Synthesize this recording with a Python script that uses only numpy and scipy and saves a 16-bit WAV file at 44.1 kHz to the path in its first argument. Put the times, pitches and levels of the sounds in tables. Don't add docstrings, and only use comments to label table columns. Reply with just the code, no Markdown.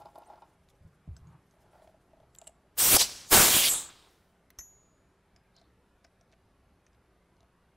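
import sys
import numpy as np
from scipy import signal
from scipy.fft import rfft, irfft
from scipy.io import wavfile
from scipy.ndimage import uniform_filter1d, map_coordinates

SR = 44100
rng = np.random.default_rng(int(sys.argv[2]) if len(sys.argv) > 2 else 0)


def master(y):
    cut = np.clip(np.atleast_2d(y).T, -1, 1)
    pcm = np.round(cut * 32767)
    wavfile.write(sys.argv[1], SR, pcm.astype(np.int16))


def how_loud(loudness_db):
    steps = np.asarray(loudness_db, float) / 20
    return 10 ** steps


N = 342216

QUIET_TOP_HZ = 12850

# (time [s], peak level [dB])
CHINK = [
    (4.5868, -36.5),
    (4.5902, -37.5),
]


def unit(x):
    return x / np.sqrt(np.mean(np.abs(x) ** 2) + 1e-20)


def along(points, hz):
    f, value = np.transpose(points)
    return np.interp(np.log(hz + 1), np.log(f + 1), value)


def curves(tables, t):
    s, *columns = np.concatenate(tables).T
    return [np.interp(t, s, column) for column in columns]


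def wobble(rate):
    points = rng.standard_normal(int(N * rate / SR) + 4)
    return map_coordinates(points, [np.arange(N) * rate / SR])


def hump(hz, centre_hz, width_hz):
    return 1 / (1 + ((hz * hz - centre_hz ** 2) / (hz * width_hz + 1)) ** 2)


def between(hz, lo_hz, hi_hz):
    low_side = 1 + (lo_hz / (hz + 1)) ** 12
    high_side = 1 + (hz / hi_hz) ** 16
    return 1 / low_side / high_side


def shaped(power, patchy_db, size):
    hz, t, z = signal.stft(rng.standard_normal(N), SR, nperseg=size)
    patches = uniform_filter1d(rng.standard_normal(z.shape), 5, 0)
    patches = uniform_filter1d(patches, 6, 1)
    shape = power(hz[:, None], t) + 0 * t
    gain = np.sqrt(shape / shape.mean(0)) * how_loud(patchy_db * unit(patches))
    return signal.istft(z * gain, SR, nperseg=size)[1][:N]


def add(track, s, hz, db, t60, attack, width_hz=0):
    t = np.arange(int(min(t60, .9) * SR)) / SR
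    carrier = np.exp(2j * np.pi * hz * t)
    if width_hz:
        pole = np.exp(-1.5 * np.pi * width_hz / SR)
        noise = [1, 1j] @ rng.standard_normal((2, 4096))
        drift = signal.lfilter([1], [1, -2 * pole, pole ** 2], noise)
        carrier = carrier * unit(np.resize(drift[500:], len(t)))
    envelope = how_loud(db - 60 * t / t60) * (1 - np.exp(-t / attack))
    track[round(s * SR):][:len(t)] += envelope * carrier.imag


def strokes(rows):
    t = np.arange(N) / SR
    gain = np.zeros(N)
    for s, db, swell, fade in rows:
        gain += how_loud(db - np.where(t < s, (s - t) * swell, (t - s) * fade))
    return gain


def tick(track, s, hz, db, case_db, top_db, knock_db):
    add(track, s, hz, db - 16, t60=0.055, attack=0.00026, width_hz=630)
    add(track, s, hz, db - 7.5, t60=0.018, attack=0.0002)
    add(track, s, 5500, db - 4, t60=0.014, attack=0.00032, width_hz=3000)
    add(track, s, 12500, db + top_db - 3.5, t60=0.017, attack=.0004, width_hz=4500)
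    add(track, s, 2000, db + case_db, t60=0.033, attack=.0008, width_hz=1000)
    add(track, s, 680, db + knock_db + 0.5, t60=0.058, attack=0.0015)


def shop():
    # (frequency [Hz], level [dB per Hz])
    fans = [(20, -17), (59, -5), (150, -14), (300, -15), (1500, -23.5), (3000, -32.5), (6900, -42.5),
            (13000, -43)]
    # (frequency [Hz], rms level [dB])
    mains = [(59.5, -75), (119, -80.5), (178, -77), (392, -80)]
    # (frequency [Hz], width [Hz], level [dB])
    lamps = [(9800, 140, -99), (10900, 180, -100)]
    t = np.arange(N) / SR
    rush = shaped(lambda hz, s: how_loud(2 * along(fans, hz)) * (hz < QUIET_TOP_HZ), patchy_db=2.0, size=2048)
    out = how_loud(-68.14) * unit(rush)
    for tone_hz, db in mains:
        loudness = how_loud(db + 2.0 + 1.3 * wobble(7))
        out += loudness * np.sin(2 * np.pi * tone_hz * t + 1.4 * wobble(34))
    for centre, width, db in lamps:
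        out += how_loud(db) * shaped(lambda hz, s: hump(hz, centre, width) ** 2, patchy_db=0.5, size=2048)
    return out


def drag():
    # (time [s], peak level [dB], grit [dB], lean toward upper modes [dB])
    slips = [(0.001, -46, -16, 0), (0.012, -46, -20, 2), (0.018, -43, -15, 1), (.051, -46, -18, -2),
             (0.056, -38, -18, -1.5), (0.068, -46.5, -16, 1), (0.085, -51, -26, 2), (.151, -52, -20, 0),
             (0.156, -39.5, -18, 1), (0.179, -41, -20, -5), (0.19, -48, -25, 1), (.203, -52, -25, 2),
             (0.219, -45, -18, 2), (0.282, -50, -22, -1), (.289, -51, -22, 3), (0.3, -40, -25, 0),
             (0.321, -45.5, -25, 1), (0.335, -45.5, -21, -6), (0.356, -51, -14, 2), (0.376, -49, -19, 5),
             (0.42, -43, -19, 4.5), (0.434, -50, -24, 0)]
    # (frequency [Hz], level [dB], 60 dB decay [s])
    body = [(357, -5.5, 0.031), (677, 8.5, 0.024), (838, 4, 0.047), (921, -1, 0.055), (1066, -11, 0.078),
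            (1384, -16, 0.083), (2450, -29, .06), (3000, -27, .05), (3650, -26, 0.047),
            (5000, -29.5, 0.062)]
    track = np.zeros(N + SR)
    for s, db, grit_db, lean_db in slips:
        for hz, level_db, t60 in body:
            chance_db = 1.4 * rng.standard_normal()
            tilt_db = lean_db * np.tanh(4 * np.log2(hz / 790))
            add(track, s, hz, db + level_db - 2.5 + chance_db + tilt_db, t60, attack=0.0028)
        add(track, s, 4200, db + grit_db, t60=0.025, attack=0.0004, width_hz=2300)
        add(track, s, 10800, db + grit_db - 9, t60=0.026, attack=0.00074, width_hz=1200)
    return track[:N]


def rubbing():
    # (frequency [Hz], width [Hz], level [dB])
    wood = [(337, 29, -6.5), (670, 92, -2.5), (848.4, 76, -5), (1356, 52.6, -12.5)]
    # (peak time [s], peak level [dB], swell [dB/s], fade [dB/s])
    on_top = [(.01, -60.5, 198, 82), (.328, -60.5, 79, 102), (.506, -74, 80, 114), (1.664, -68.5, 110, 200),
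              (1.754, -62.5, 252, 53), (2.25, -75, 90, 300), (2.41, -70.5, 149, 40)]
    in_frame = [(.01, -61.5, 200, 150), (.65, -68, 100, 60), (.828, -58, 400, 150), (1.11, -59, 300, 60),
                (1.3, -60.5, 50, 120), (2.02, -71.5, 40, 200), (2.33, -75, 60, 60)]
    of_tube = [(1.35, -66, 62, 199)]
    colour = lambda hz, s: sum(how_loud(2 * db) * hump(hz, c, w) for c, w, db in wood)
    rub = shaped(colour, patchy_db=1.2, size=1024)
    rumble = shaped(lambda hz, s: hump(hz, 140, 75) ** 3, patchy_db=2.5, size=2048)
    swish = shaped(lambda hz, s: hump(hz, 1000, 620) ** 2, patchy_db=1.5, size=1024)
    return strokes(on_top) * rub + strokes(in_frame) * rumble + strokes(of_tube) * swish


def shirt():
    # (peak time [s], peak level [dB], swell [dB/s], fade [dB/s])
    rustles = [(.01, -77, 100, 85), (.19, -82, 320, 900), (.35, -85.5, 24, 10), (.77, -90, 22, 300),
               (1.16, -87.5, 80, 30), (1.52, -87, 130, 200), (1.77, -84, 43, 20)]
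    colour = lambda hz, s: between(hz, 3000, 13000) + 0.82 * hump(hz, 10000, 900)
    weave = shaped(colour, patchy_db=3.0, size=512)
    clumps = unit(how_loud(4.5 * wobble(44.2)))
    return strokes(rustles) * clumps * weave


def handling():
    # (time [s], peak level [dB], frequency [Hz], case share [dB], top share [dB])
    touches = [(0.1844, -59, 3650, -15, 11.5), (0.687, -55.5, 3720, -10, -16),
               (0.7026, -58, 3560, -22, -21), (1.1655, -46, 5270, -34, -34), (1.271, -60, 6560, -19, -28),
               (1.51, -59, 6540, -20, -20), (4.5032, -51, 4170, -4, 5.5), (4.608, -52, 6220, -3.5, -28)]
    track = np.zeros(N + SR)
    for s, db, hz, case_db, top_db in touches:
        tick(track, s, hz, db, case_db, top_db, knock_db=-14)
    return track[:N]


def squeak():
    # (time [s], frequency [Hz], level [dB])
    glide = [(.228, 1990, -100), (.235, 2620, -66), (.243, 5800, -87), (.25, 5830, -70), (.257, 6300, -76),
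             (.268, 8800, -67), (.276, 8850, -65), (.292, 8900, -91)]
    t = np.arange(N) / SR
    hz, db = curves([glide], t)
    turn = 2 * np.pi * np.cumsum(hz) / SR + .5 * wobble(900)
    slipping = (t > glide[0][0]) & (t < glide[-1][0])
    tone = np.sin(turn) + .3 * np.sin(2 * turn) * (hz < 7000)
    return slipping * how_loud(db + 3 * wobble(250)) * tone


def thuds():
    # (time [s], peak level [dB], frequency [Hz], 60 dB decay [s])
    landings = [(.812, -46, 100, 0.11), (0.851, -41, 88.5, 0.1), (1.0768, -33.5, 147, 0.069),
                (1.088, -30.5, 87.5, 0.14), (1.107, -35.5, 67.6, 0.26), (1.218, -44, 73.3, 0.32),
                (4.587, -40.5, 59.2, 0.074)]
    track = np.zeros(N + SR)
    for s, db, hz, t60 in landings:
        add(track, s, hz, db - 3.0, t60, attack=0.0005)
        add(track, s, 400, db - 24, t60=0.034, attack=0.0013, width_hz=610)
    return track[:N]


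def hose():
    # (time [s], peak level [dB])
    creaks = [(1.074, -59), (1.168, -64), (1.537, -60), (1.567, -56.5), (1.642, -57), (1.731, -49),
              (1.754, -51), (1.795, -51), (1.82, -47), (1.844, -51), (1.874, -46.5), (1.893, -52),
              (1.943, -48), (2.133, -45), (2.17, -52.5), (2.201, -51), (2.23, -52), (2.416, -46),
              (2.4204, -45), (2.472, -45), (2.491, -47.5)]
    track = np.zeros(N + SR)
    for s, db in creaks:
        bend, rough = rng.standard_normal(2)
        hz = 644.6 * (1 + 0.0091 * bend)
        add(track, s, hz, db + 2.0, t60=0.039, attack=0.002)
        add(track, s, 1.27 * hz, db - 7.5, t60=.04, attack=0.0019)
        add(track, s, 2000, db - 12 + 3 * rough, t60=.02, attack=.001, width_hz=2500)
    return track[:N]


def ringing_parts():
    # (time [s], frequency [Hz], level [dB], 60 dB decay [s])
    rings = [(1.1655, 7757, -52, .025), (1.1655, 6212, -59, .06), (1.1655, 1534, -57, .035),
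             (1.271, 6700, -70, .09), (4.5032, 15340, -54, .012), (4.5032, 6000, -66, .045),
             (4.5032, 1960, -62, .03), (4.581, 6220, -67, .05), (4.581, 5550, -68, .05),
             (5.3619, 5050, -78, .3), (5.366, 7200, -66, .02), (6.047, 1950, -62, .03),
             (6.076, 1950, -67, .03)]
    track = np.zeros(N + SR)
    for s, hz, db, t60 in rings:
        add(track, s, hz, db, t60, attack=.0005)
    return track[:N]


def coupler():
    # (time [s], peak level [dB], frequency [Hz], low share [dB], top share [dB])
    clicks = [(2.3485, -55.5, 7600, -25.5, 6), (2.351, -52.5, 7735, 4.5, -20), (2.3611, -54, 7750, -28, 2),
              (2.386, -37.5, 7270, -17, -26), (2.4153, -45, 7300, -7, -31), (2.4373, -60, 7200, -8, -20),
              (2.4428, -54, 7940, -7.5, -13.5), (2.4713, -39.5, 8300, -8, -24),
              (2.4735, -50, 7400, -12, -20), (2.4755, -35.5, 7570, -13.5, -21),
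              (2.481, -51, 7620, -8.5, -20), (2.4964, -57, 8600, -21, -14.5)]
    # (share of click frequency, level [dB], 60 dB decay [s])
    sleeve = [(1, -1, .017), (1.057, -6, .015), (1.2, -13, .012), (1.43, -16, .014)]
    # (frequency [Hz], width [Hz], level [dB])
    scrape_bands = [(7690, 1300, 0), (10630, 900, -10), (2850, 400, -7.5)]
    # (peak time [s], peak level [dB], swell [dB/s], fade [dB/s])
    slides = [(2.345, -81, 500, 300), (2.4, -75, 300, 300), (2.44, -73, 300, 300), (2.47, -63, 1200, 350)]
    track = np.zeros(N + SR)
    for s, db, hz, low_db, top_db in clicks:
        longer = 1 + (db + 40) / 30
        for share, ring_db, t60 in sleeve:
            add(track, s, share * hz, db + ring_db, t60 * longer, attack=.0001)
        add(track, s, 8500, db - 9, t60=0.006, attack=.0001, width_hz=6000)
        add(track, s, 3500, db + low_db, t60=0.014, attack=0.0002, width_hz=1900)
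        add(track, s, 13000, db + top_db, t60=.008, attack=.0002)
    add(track, 2.4712, 2850, -51, t60=0.05, attack=.0002)
    colour = lambda hz, s: sum(how_loud(2 * db) * hump(hz, c, w) ** 2 for c, w, db in scrape_bands)
    return track[:N] + strokes(slides) * shaped(colour, patchy_db=3, size=256)


def band_gain(hz, s):
    # (start [s], end [s], pitch slide [share]); a row that ends before it starts is silent
    spans = [(2.8, 2.895, 0.0025), (2.92, 2.978, -0.082), (2.96, 3.302, 0.062), (3.02, 3.045, -0.053),
             (3.293, 3.625, -0.072), (3.535, 3.7, 0.12), (3.68, 3.705, -0.088), (3.685, 3.79, -.17),
             (3.79, 3.895, .01), (3.64, 3.7, -.03), (3.74, 3.746, 0.0051), (3.684, 3.9, -0.085),
             (3.735, 4.092, -0.031), (2.96, 3.035, -0.091), (3.7, 3.61, -0.064), (3.8, 3.665, -.03),
             (3.83, 3.905, -.07), (2.925, 3.3, -.1), (3.735, 3.795, .05), (3.61, 3.71, .01),
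             (3.09, 3.275, .01), (2.975, 3.05, .01), (2.76, 2.83, .01), (2.895, 2.945, .01)]
    # (frequency [Hz], width [Hz], level [dB])
    span_bands = [
        [(1390, 1500, 2), (5670, 1100, 5), (8300, 2000, 7.5), (14325, 1500, 6.5)],
        [(400, 270, 3.5), (9374, 1500, 5), (11400, 2000, 3.5)],
        [(5500, 5000, 10.5), (7750, 700, 4.5), (9990, 2900, 2.5)],
        [(4440, 1600, 5), (6140, 900, 4), (7850, 900, 5), (13500, 2000, 6)],
        [(400, 110, 3.5), (810, 470, 1), (8000, 2600, 3)],
        [(2960, 1190, 6.5), (9400, 900, 3)],
        [(12600, 900, 9)],
        [(12200, 1300, 12.5)],
        [(11300, 1500, 7.5), (15400, 1000, 11)],
        [(4700, 1100, 5), (9450, 1200, 6)],
        [(2500, 900, 11), (4600, 2200, 11.5), (800, 1200, 3), (14500, 3000, 10.5)],
        [(7850, 1900, 19)],
        [(1100, 800, 6), (3800, 1000, 9.5), (8900, 2700, 6.5)],
        [(750, 700, 11)],
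        [(7600, 800, 3.5)],
        [(3150, 450, 5)],
        [(8100, 350, 9)],
        [(80, 70, 9)],
        [(3450, 800, 6)],
        [(15000, 2500, -5)],
        [(14000, 5000, -5)],
        [(6900, 500, -4), (2100, 900, -3)],
        [(8300, 2000, 3), (150, 250, -10)],
        [(9000, 1200, 3), (3000, 1500, 3)],
    ]
    gain = np.ones((len(hz), len(s)))
    for (s0, s1, slide), sounded in zip(spans, span_bands):
        on = (s > s0) & (s < s1)
        sounding = np.clip(np.minimum(s[on] - s0, s1 - s[on]) / 0.0086, 0, 1)
        for band_hz, width_hz, db in sounded:
            centre = band_hz * (1 + slide * (s[on] - s0) / (s1 - s0))
            boost = how_loud(2 * db * sounding) - 1
            gain[:, on] *= 1 + boost * hump(hz, centre, width_hz) ** 2.2
    return gain


def jet():
    # (time [s], flow [dB], aim at the collar [dB], sharpness of the gap [dB])
    leak = [
        (2.766, -68, 0, -3.5),
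        (2.778, -36, -12.5, 0),
        (2.786, -26, -16, -1),
        (2.802, -22, -14.5, -3.5),
        (2.85, -20.5, -11, -3),
        (2.905, -20.5, -10.5, -2.5),
        (2.94, -17, -5, -4),
        (2.968, -17, -6.5, -3),
        (2.978, -30, -4, -4.5),
    ]
    seat = [
        (2.982, -26, -12.5, -14),
        (2.99, -24.5, -18.5, -11.5),
        (3.014, -18, -13, -13.5),
        (3.04, -28.5, -14, -13.5),
        (3.076, -41.5, -9.5, -13.5),
        (3.16, -46, -9.5, -15),
        (3.262, -53.5, -4.5, -19.5),
        (3.285, -51.5, -8.5, -10),
    ]
    burst = [
        (3.295, -47.5, -15, 0),
        (3.306, -37.5, -12.5, 0),
        (3.316, -23.5, -2, -1),
        (3.331, -16, -2, -6.5),
        (3.419, -18, -3, -6.5),
        (3.445, -19.5, -7.5, -7),
        (3.513, -22, -8.5, -8),
        (3.565, -19.5, -10.5, -4.5),
        (3.62, -24, -14, -7.5),
    ]
    vent = [
        (3.645, -22, -16.5, -10),
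        (3.678, -22.5, -14, -8),
        (3.705, -24.5, -17, -12.5),
        (3.74, -27, -13, -8.5),
        (3.785, -33.5, -15.5, -9.5),
        (3.862, -46.5, -6, -20),
        (3.922, -60, 0.5, -21.5),
        (4.099, -69.5, 1.5, -16.5),
        (4.27, -83, 6.5, -6.5),
    ]
    # (frequency [Hz], level [dB per Hz])
    turbulence = [(25, -5), (110, -0.5), (800, -1.5), (1600, -3), (2300, -10.5), (3200, -30)]
    acts = [leak, seat, burst, vent]
    t = np.arange(N) / SR
    flow_db, aim_db, _ = curves(acts, t)
    opened = np.interp(t, [2.75, 2.765, 4.3, 4.45], [0, 1, 1, 0])

    def thump_colour(hz, s):
        return how_loud(2 * along(turbulence, hz)) * band_gain(hz, s)

    def hiss_colour(hz, s):
        sharp_db = curves(acts, s)[2]
        slope_db = np.maximum(0.68 * (sharp_db + 6.5), -20)
        return between(hz, 2050, 16000) * how_loud(2 * slope_db * np.log2(hz / 7000 + 0.32)) * band_gain(hz, s)

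    eddies = how_loud(1.4 * wobble(150) + 2.7 * wobble(1500))
    buffet = unit(eddies * shaped(thump_colour, patchy_db=0.0, size=512))
    hiss = how_loud(0.33 * wobble(300) - 0.53) * shaped(hiss_colour, patchy_db=1.16, size=256)
    return opened * how_loud(flow_db) * (how_loud(aim_db - 2.0) * buffet + hiss)


def chink():
    # (frequency [Hz], level [dB], 60 dB decay [s])
    brass = [(1906, -14.5, 0.13), (5550, -2, 0.08), (5562, -18, 0.27), (5850, -25, .12), (6220, 2.5, 0.2),
             (6200, -21, 0.3), (6810, -6.5, 0.76), (7630, -11, 0.065), (11480, -9, 0.31)]
    track = np.zeros(N + SR)
    for s, db in CHINK:
        add(track, s, 6000, db - 6, t60=.015, attack=.0003, width_hz=12000)
        add(track, s, 1300, db - 12, t60=0.035, attack=0.0004, width_hz=1800)
    s, blow_db = CHINK[0]
    add(track, s, 6222, blow_db - 29, t60=.8, attack=.01, width_hz=55)
    for hz, db, t60 in brass:
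        add(track, s, hz, blow_db + db - 5.0, t60, attack=0.00037)
    return track[:N]


def thread():
    # (time [s], peak level [dB], frequency [Hz], case share [dB], knock share [dB])
    ticks = [(5.3619, -50.5, 5110, -11, -13.5), (5.5648, -50.5, 4980, -25.5, -12),
             (5.5844, -58, 4250, -14, -6), (5.5962, -58, 4230, -14, -15), (5.6141, -57, 4090, -21, 1.5),
             (6.0434, -55.5, 5230, -6, -4), (6.047, -47, 5200, -6, -4), (6.066, -62, 5300, -10, -11),
             (6.2108, -54.5, 5800, -21, -4), (6.316, -62, 4240, -13, -8), (6.3244, -56.5, 3660, -7, -20.5),
             (6.3305, -61.5, 4275, 2.5, 3), (6.337, -61.5, 2600, 0, 1), (6.8651, -52.5, 6200, -6.5, -24),
             (6.931, -63, 5000, -8, -15), (6.9464, -64, 3910, -4, -2.5), (7.366, -64, 4300, -15, -15),
             (7.4054, -56, 3892, -25, -6), (7.4294, -63.5, 3541, -11, 6)]
    # (peak time [s], peak level [dB], swell [dB/s], fade [dB/s])
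    rattles = [(5.575, -69, 600, 200), (6.32, -81, 500, 500)]
    track = np.zeros(N + SR)
    for s, db, hz, case_db, knock_db in ticks:
        tick(track, s, hz, db, case_db, -41, knock_db)
    rattle = shaped(lambda hz, s: hump(hz, 4140, 1097) ** 2, patchy_db=5, size=256)
    return track[:N] + strokes(rattles) * rattle


def walls(x):
    # (frequency [Hz], 60 dB decay [s])
    decay = [(150, 0.55), (1000, 0.65), (5000, 0.92), (10000, 0.28), (16000, 0.49)]
    hz, t, z = signal.stft(rng.standard_normal(SR), SR, nperseg=256)
    fade = how_loud(-60 * t / along(decay, hz)[:, None])
    tail = signal.istft(z * fade, SR, nperseg=256)[1]
    late = np.pad(x, (600, 0))
    return signal.fftconvolve(late, tail / np.linalg.norm(tail))[:N]


def scene():
    hands = drag() + rubbing() + shirt() + squeak() + thuds() + hose()
    brass = handling() + ringing_parts() + coupler() + chink() + thread()
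    air = jet()
    room = walls(how_loud(-23.5) * air + how_loud(-21) * hands + how_loud(-29) * brass)
    return np.tile(shop() + hands + brass + air + room, (2, 1))


def low_pass(x):
    return signal.sosfilt(signal.butter(12, 16510, fs=SR, output="sos"), x)


def record(dry):
    # (start [s], end [s], low edge [Hz], high edge [Hz], level [dB])
    side_bursts = [
        (2.928, 2.974, 7500, 9100, -35),
        (3.392, 3.438, 8200, 11200, -30),
    ]
    t, freqs = np.arange(N) / SR, np.fft.rfftfreq(N, 1 / SR)
    side = how_loud(-90) * shaped(lambda hz, s: between(hz, 2500, QUIET_TOP_HZ), patchy_db=0, size=1024)
    for s0, s1, lo_hz, hi_hz, db in side_bursts:
        band = shaped(lambda hz, s: (hz > lo_hz) * (hz < hi_hz) + 1e-9, patchy_db=0, size=1024)
        side += how_loud(db) * band * np.clip(np.minimum(t - s0, s1 - t) / .02, 0, 1)

    def below(edge_hz):
        return np.cos(np.pi / 2 * np.clip((freqs - edge_hz) / 200 + 1, 0, 1)) ** 2

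    spectrum = rfft(dry + side * np.array([[1], [-1]]))
    body = irfft(spectrum * below(QUIET_TOP_HZ), N)
    top = irfft(spectrum * below(15850), N) - body
    loud_enough = uniform_filter1d(top[0] ** 2, size=1024) > how_loud(2 * -93)
    return low_pass(body + top * uniform_filter1d(1. * loud_enough, size=700))


dry = scene()
out = record(dry)
master(out)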